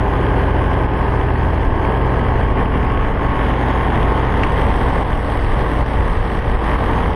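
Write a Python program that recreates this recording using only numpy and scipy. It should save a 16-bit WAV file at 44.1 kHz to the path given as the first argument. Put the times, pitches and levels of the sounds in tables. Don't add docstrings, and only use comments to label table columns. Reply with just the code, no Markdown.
import sys
import numpy as np
from scipy import signal
from scipy.fft import rfft, irfft, next_fast_len
from scipy.io import wavfile
from scipy.ndimage import uniform_filter1d, minimum_filter1d, map_coordinates

SR = 44100
rng = np.random.default_rng(int(sys.argv[2]) if len(sys.argv) > 2 else 0)


def magnitude_from_level(level_db):
    exponent = np.asarray(level_db, float) / 20
    return 10 ** exponent


def wav_record(signal):
    frames = np.transpose(np.atleast_2d(signal))
    bounded = np.clip(frames, -1, 1)
    quanta = np.round(bounded * 32767).astype(np.int16)
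    wavfile.write(sys.argv[1], SR, quanta)


N = 315315


def unit(x):
    return x / np.sqrt(np.mean(x ** 2) + 1e-20)


def curves(rows):
    time_s, *columns = np.transpose(rows)
    return [np.interp(np.arange(N) / SR, time_s, column) for column in columns]


def wobble(rate_hz):
    knots = rng.standard_normal(int(N * rate_hz / SR) + 4)
    return map_coordinates(knots, [np.arange(N) * rate_hz / SR])


def filtered(x, response):
    size = next_fast_len(N + 8192)
    return irfft(rfft(x, size) * response(np.fft.rfftfreq(size, 1 / SR)), size)[:N]


def shape(points):
    f, db = np.transpose(points)
    log_f = np.log(np.r_[f[0] / 2, f, f[-1] * 2])
    return lambda hz: magnitude_from_level(np.interp(np.log(hz + 1), log_f, np.r_[-200, db, -200]))


def patchy(depth_db):
    z = signal.stft(rng.standard_normal(N + 512), nperseg=512)[2]
    field = uniform_filter1d(rng.standard_normal(z.shape), size=7, axis=0)
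    field = uniform_filter1d(field, size=10, axis=1)
    return signal.istft(z * magnitude_from_level(depth_db * unit(field)), nperseg=512)[1][:N]


def between(noise, down, ahead, lift, band):
    a = unit(filtered(noise, lambda hz: shape(down)(hz) * band(hz)))
    b = unit(filtered(noise, lambda hz: shape(ahead)(hz) * band(hz)))
    return (1 - lift) * a + lift * b


def chop(turns, count, sharp):
    once = np.cos(2 * np.pi * turns)
    passes = np.cos(2 * np.pi * count * turns + .5 * wobble(8.7))
    return np.exp(sharp * (once + 1.37 * passes))


def gate(cycle, blade, engine_sharp, blade_sharp):
    return chop(cycle, count=4, sharp=engine_sharp) * chop(blade + 0.26, count=2, sharp=blade_sharp)


# (time [s], firing rate [Hz])
FIRING_RATE = [(0, 39.55), (.5, 39.87), (1.125, 40.36), (1.55, 40.98), (1.875, 40.88), (2.2, 41.07),
               (2.53, 40.82), (2.75, 40.9), (3.25, 40.86), (3.55, 40.74), (3.83, 40.89), (4.36, 40.6),
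               (4.73, 41.12), (5.0, 41.03), (5.625, 41.03), (6.25, 40.89), (6.6, 41.02), (7.15, 40.87)]
# (time [s], lift [0 down - 1 ahead], turn [0 - 1 toward the wind])
HEAD_MOTION = [(0, 0.15, 0.36), (3.15, 0, 0.33), (3.4, 0.45, 0.095), (3.7, 0.87, .1), (4.35, 0.73, 0.28),
               (4.55, 1, 0.93), (5.5, 1, 0.87), (6.3, 1, 0.94), (7.15, 0.83, 0.45)]
# (time [s], pose [0 head down - 1 rising - 2 ahead])
HEAD_POSE = [
    (0, 0),
    (2.3, 0),
    (2.6, 1),
    (4.35, 1),
    (4.7, 2),
    (7.15, 2),
]
# (time [s], level [dB])
REACH = [(0, -0.5), (.4, 2), (1.6, -1), (2, 0), (2.3, 0), (2.6, 3.5), (3.02, -2), (4, 4), (4.3, -.5),
         (4.6, 4), (5.1, 1.5), (5.22, -4.5), (5.3, -0.5), (5.46, -2.5), (5.61, 1.5), (6.3, -2), (7, 4),
         (7.15, -0.5)]


def paramotor():
    (rate_hz,), (lift, turn) = curves(FIRING_RATE), np.clip(curves(HEAD_MOTION), 0, 1)
    (reach_db,), (pose,) = curves(REACH), curves(HEAD_POSE)
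    firings = np.cumsum(rate_hz - .021 + .025 * wobble(9)) / SR
    cycle = firings + .66
    blade = 1.3468 * firings + .45
    valve_turn, valve_sharp = .17, 45
    snap = np.exp(valve_sharp * (np.cos(2 * np.pi * (cycle - valve_turn)) - 1))
    strokes = np.exp(2 * np.cos(8 * np.pi * (cycle - valve_turn)) - 2)
    surge_db = 0.53 * wobble(15) + 0.45 * wobble(33)
    tones = exhaust(cycle, pose) + propeller(blade, pose) + whine(cycle, rate_hz)
    out = magnitude_from_level(-0.12 + 0.65 * reach_db) * tones
    out += roar(cycle, blade, snap, strokes, surge_db, lift, reach_db)
    out += rasp(cycle, blade, snap, surge_db, lift, pose, reach_db)
    return out + hiss(cycle, blade, snap, surge_db, lift, turn, reach_db)


def stack(orders, turns, pose, spread, flutter_db):
    out = np.zeros(N)
    for (k, *db), lag in zip(orders, rng.standard_normal(len(orders))):
        level = magnitude_from_level(np.interp(pose, range(len(db)), db) + flutter_db * wobble(3.07))
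        phase = 2 * np.pi * k * turns + spread * lag + (.12 + .009 * k) * wobble(5)
        out += np.sqrt(2) * level * np.cos(phase)
    return out


# (multiple of firing rate, head-down rms [dB], rising rms [dB], ahead rms [dB])
EXHAUST_ORDERS = [(1, -29, -38, -29), (2, -23, -26, -29), (3, -25, -26, -29), (4, -35, -36, -39),
                  (5, -36, -34, -37), (6, -41, -34, -38), (7, -33, -33, -38), (8, -36, -39, -41),
                  (9, -37, -36, -47), (10, -32, -35, -41), (11, -37, -36, -36), (12, -41, -40, -39),
                  (13, -35, -40, -41), (14, -46, -42, -39), (15, -45, -46, -42), (16, -42, -45, -50),
                  (17, -52, -50, -46), (18, -53, -40, -39), (19, -40, -41, -42), (20, -51, -45, -41),
                  (21, -46, -50, -42), (22, -40, -36, -39), (23, -41, -45, -47), (24, -47, -47, -42),
                  (25, -46, -43, -42), (26, -38, -36, -37), (27, -41, -36, -42), (28, -45, -42, -42),
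                  (29, -55, -44, -44), (31, -45, -44, -47)]


def exhaust(cycle, pose):
    return stack(EXHAUST_ORDERS, cycle, pose, spread=1.027, flutter_db=1.7)


# (multiple of blade rate, head-down rms [dB], rising rms [dB], ahead rms [dB])
BLADE_ORDERS = [(1, -21, -21, -22), (2, -33, -36, -44), (3, -37, -38, -41), (4, -41, -41, -40),
                (5, -37, -36, -40), (6, -39, -42, -44), (7, -37, -39, -39), (8, -43, -39, -39),
                (9, -41, -40, -39), (11, -39, -50, -42), (12, -42, -44, -54), (13, -45, -53, -53),
                (14, -39, -47, -46), (15, -54, -45, -48), (16, -35, -35, -44), (17, -42, -45, -46),
                (18, -47, -53, -45), (19, -42, -46, -55), (20, -41, -37, -43), (21, -55, -50, -56),
                (22, -56, -58, -58), (23, -46, -46, -48), (24, -53, -53, -57), (26, -55, -50, -53),
                (27, -48, -46, -49), (28, -42, -49, -51), (29, -45, -47, -50), (30, -41, -50, -52),
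                (31, -47, -60, -62), (32, -48, -51, -57)]


def propeller(blade, pose):
    return stack(BLADE_ORDERS, blade, pose, spread=1.25, flutter_db=0.05)


# (frequency [Hz], density [dB per Hz])
BODY_DOWN = [(100, -51.5), (200, -47.5), (290, -48), (400, -49), (600, -52), (890, -48.5), (1080, -50.5),
             (1370, -64), (1900, -66), (2500, -76), (3200, -77), (3900, -96.5), (4800, -98), (5600, -99)]
# (frequency [Hz], density [dB per Hz])
BODY_AHEAD = [(100, -49), (200, -52), (290, -52), (400, -53.5), (600, -56), (890, -51.5), (1080, -53.5),
              (1370, -59), (1900, -58.5), (2500, -70.5), (3200, -70), (3900, -82), (4800, -93), (5600, -90)]


def below_crossover(hz):
    return 1 / (1 + (hz / 1350) ** 8)


def roar(cycle, blade, snap, strokes, surge_db, lift, reach_db):
    noise = patchy(0.94) * gate(cycle, blade, 0.035, 0.081)
    noise *= (1 + .1 * snap + .7 * strokes) * magnitude_from_level(.5 * surge_db)
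    return magnitude_from_level(-23.5 + reach_db) * between(noise, BODY_DOWN, BODY_AHEAD, lift, below_crossover)


def rasp(cycle, blade, snap, surge_db, lift, pose, reach_db):
    noise = patchy(0.32) * gate(cycle, blade, 0.05, 0.15) * (1 + .8 * snap) * magnitude_from_level(surge_db)
    band = lambda hz: (1 - below_crossover(hz)) * (hz < 3900)
    level_db = -31.5 + 0.74 * reach_db + np.interp(pose, range(3), [0, 1.5, 0.23])
    return magnitude_from_level(level_db) * between(noise, BODY_DOWN, BODY_AHEAD, lift, band)


# (frequency [Hz], density [dB per Hz])
HISS_DOWN = [(3900, -89.5), (5000, -92.5), (6000, -99), (6600, -93.5), (7300, -109), (8000, -105),
             (8600, -96), (9600, -103), (10700, -91.5), (11600, -102), (12400, -103), (13900, -107)]
# (frequency [Hz], density [dB per Hz])
HISS_AHEAD = [(3900, -87), (5000, -90.5), (6000, -96.5), (6600, -99), (7300, -107), (8000, -95),
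              (8600, -91.5), (9600, -99.5), (10700, -93.5), (11600, -100), (12400, -100), (13900, -103)]


def hiss(cycle, blade, snap, surge_db, lift, turn, reach_db):
    noise = patchy(1.43) * gate(cycle, blade, 0.08, 0.098)
    noise *= (1 + .6 * lift * snap) * magnitude_from_level(0.59 * surge_db)
    level_db = -55 + 0.53 * reach_db + 2.5 * lift + 2 * turn
    return magnitude_from_level(level_db) * between(noise, HISS_DOWN, HISS_AHEAD, turn, lambda hz: 1)


def whine(cycle, rate_hz):
    teeth, resonance_hz, width_hz, level_db = 120, 4790, 60, -69
    near = 1 / (1 + ((teeth * rate_hz - resonance_hz) / width_hz) ** 4)
    tone = np.cos(2 * np.pi * teeth * cycle + wobble(30))
    return magnitude_from_level(level_db + 3 * wobble(12)) * near * tone


# (frequency [Hz], density [dB per Hz])
BUFFET = [(4, -39), (11, -11), (20, 4), (35, 2), (60, -2.5), (110, -5.5), (200, -27.5), (400, -36)]
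# (time [s], level [dB])
WIND_LEVEL = [(0, -32), (.5, -31), (.75, -30), (1.3, -30), (1.78, -21.5), (1.9, -30), (2.65, -18),
              (3.42, -20), (3.58, -43), (3.9, -21), (4.04, -29), (4.6, -20), (5.26, -24), (5.38, -20),
              (6.17, -20), (6.41, -22), (6.7, -26.5), (7.15, -18)]
# (time [s], signed push [linear], gain dip [dB])
GUSTS = [(0.681, 0.23, 0.5), (0.859, -0.25, 3.5), (1.21, -0.54, 1.5), (1.358, -0.4, 1.5),
         (2.451, 0.21, 2.5), (2.526, 0.16, 3.5), (2.659, -0.29, 4.5), (3.113, 0.37, 2), (3.263, -0.4, 0),
         (3.535, -0.4, 2.5), (3.771, -0.28, 1.5), (4.106, 0.42, -2), (4.466, -0.41, 1.5), (4.905, -0.28, 2),
         (5.026, -0.38, 5), (5.378, 0.28, 0), (5.628, -0.47, 1.5), (5.827, 0.5, 3.5), (6.133, -0.15, 1),
         (6.388, -0.53, 4), (6.559, 0.66, 3.5), (6.758, 0.29, 3)]


def wind():
    noise = filtered(rng.standard_normal(N), shape(BUFFET))
    rumble = unit(magnitude_from_level(2.2 * wobble(10)) * noise)
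    out = magnitude_from_level(curves(WIND_LEVEL)[0] + 2.0) * rumble
    t = np.arange(N) / SR
    for start_s, push, _ in GUSTS:
        u = (t - start_s) / 0.0055
        out += 0.45 * push * (1 - u * u) * np.exp(-.5 * u * u)
    return out


# (time [s], peak [dB])
BUCKLE_TAPS = [
    (4.4342, -10),
]
# (frequency [Hz], width [Hz], level [dB])
CASE_MODES = [(1100, 530, -7), (1970, 1400, 4.5), (3060, 620, 2.5), (5400, 1900, -32)]


def case_response(f):
    total = 0
    for k, (center, width, db) in enumerate(CASE_MODES):
        total = total + (-1) ** k * magnitude_from_level(db) * 1j * f * width / (center ** 2 - f * f + 1j * f * width)
    return total / (1 + 1j * f / 5000) ** 4


def taps():
    gap_s, loss_db = .0014, 3
    x = np.zeros(N)
    for start_s, peak_db in BUCKLE_TAPS:
        for k in range(5):
            at = round((start_s + k * gap_s * rng.uniform(.9, 1.1)) * SR)
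            x[at] += (-1) ** k * magnitude_from_level(peak_db + 24 - loss_db * abs(k - .5))
    return filtered(x, case_response)


def scene():
    return (paramotor() + wind() + taps())[None]


def ducked(x, over_db, release_s):
    excess_db = np.clip(20 * np.log10(np.abs(x) + 1e-9) - over_db, 0, 12)
    held_db = -minimum_filter1d(-excess_db, size=881, origin=440)
    keep = np.exp(-1 / (release_s * SR))
    fading_db = signal.lfilter([1 - keep], [1, -keep], held_db)
    return x * magnitude_from_level(-.7 * uniform_filter1d(np.maximum(held_db, fading_db), size=90))


# (frequency [Hz], level [dB])
TREBLE_FLOOR = [(4000, -125), (5200, -93), (5900, -85), (7300, -82), (8600, -86), (9700, -85), (10700, -85),
                (12000, -83), (13000, -81), (13900, -76)]


def starved(x):
    hz, _, z = signal.stft(np.pad(x, (293, 0)), SR, "cosine", 2048)
    cell = np.sqrt(uniform_filter1d(np.abs(z) ** 2, size=2, axis=0))
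    jump_db = 4.5 * rng.standard_normal((len(hz) // 16 + 1, z.shape[1]))
    jump_db = jump_db.repeat(16, axis=0)[:len(hz)]
    floor = shape(TREBLE_FLOOR)(hz)[:, None] * magnitude_from_level(jump_db)
    return signal.istft(z * (cell > floor), SR, "cosine", 2048)[1][293:293 + N]


def low_pass(x):
    return signal.sosfilt(signal.butter(12, 13900, fs=SR, output="sos"), x)


def record(dry):
    t, dip_db = np.arange(N) / SR, np.zeros(N)
    for start_s, _, depth_db in GUSTS:
        u = np.clip(t - start_s - .002, 0, 1)
        dip_db += 1.04 * depth_db * (1 - np.exp(-u / 0.0036)) * np.exp(-(u / 0.084) ** 2)
    ease_out = np.clip(t[::-1] * 500, 0, 1)
    x = ducked(dry[0] * ease_out * magnitude_from_level(0.76 - dip_db), over_db=-6.5, release_s=0.014)
    return low_pass(starved(x)[None])


dry = scene()
out = record(dry)
wav_record(out)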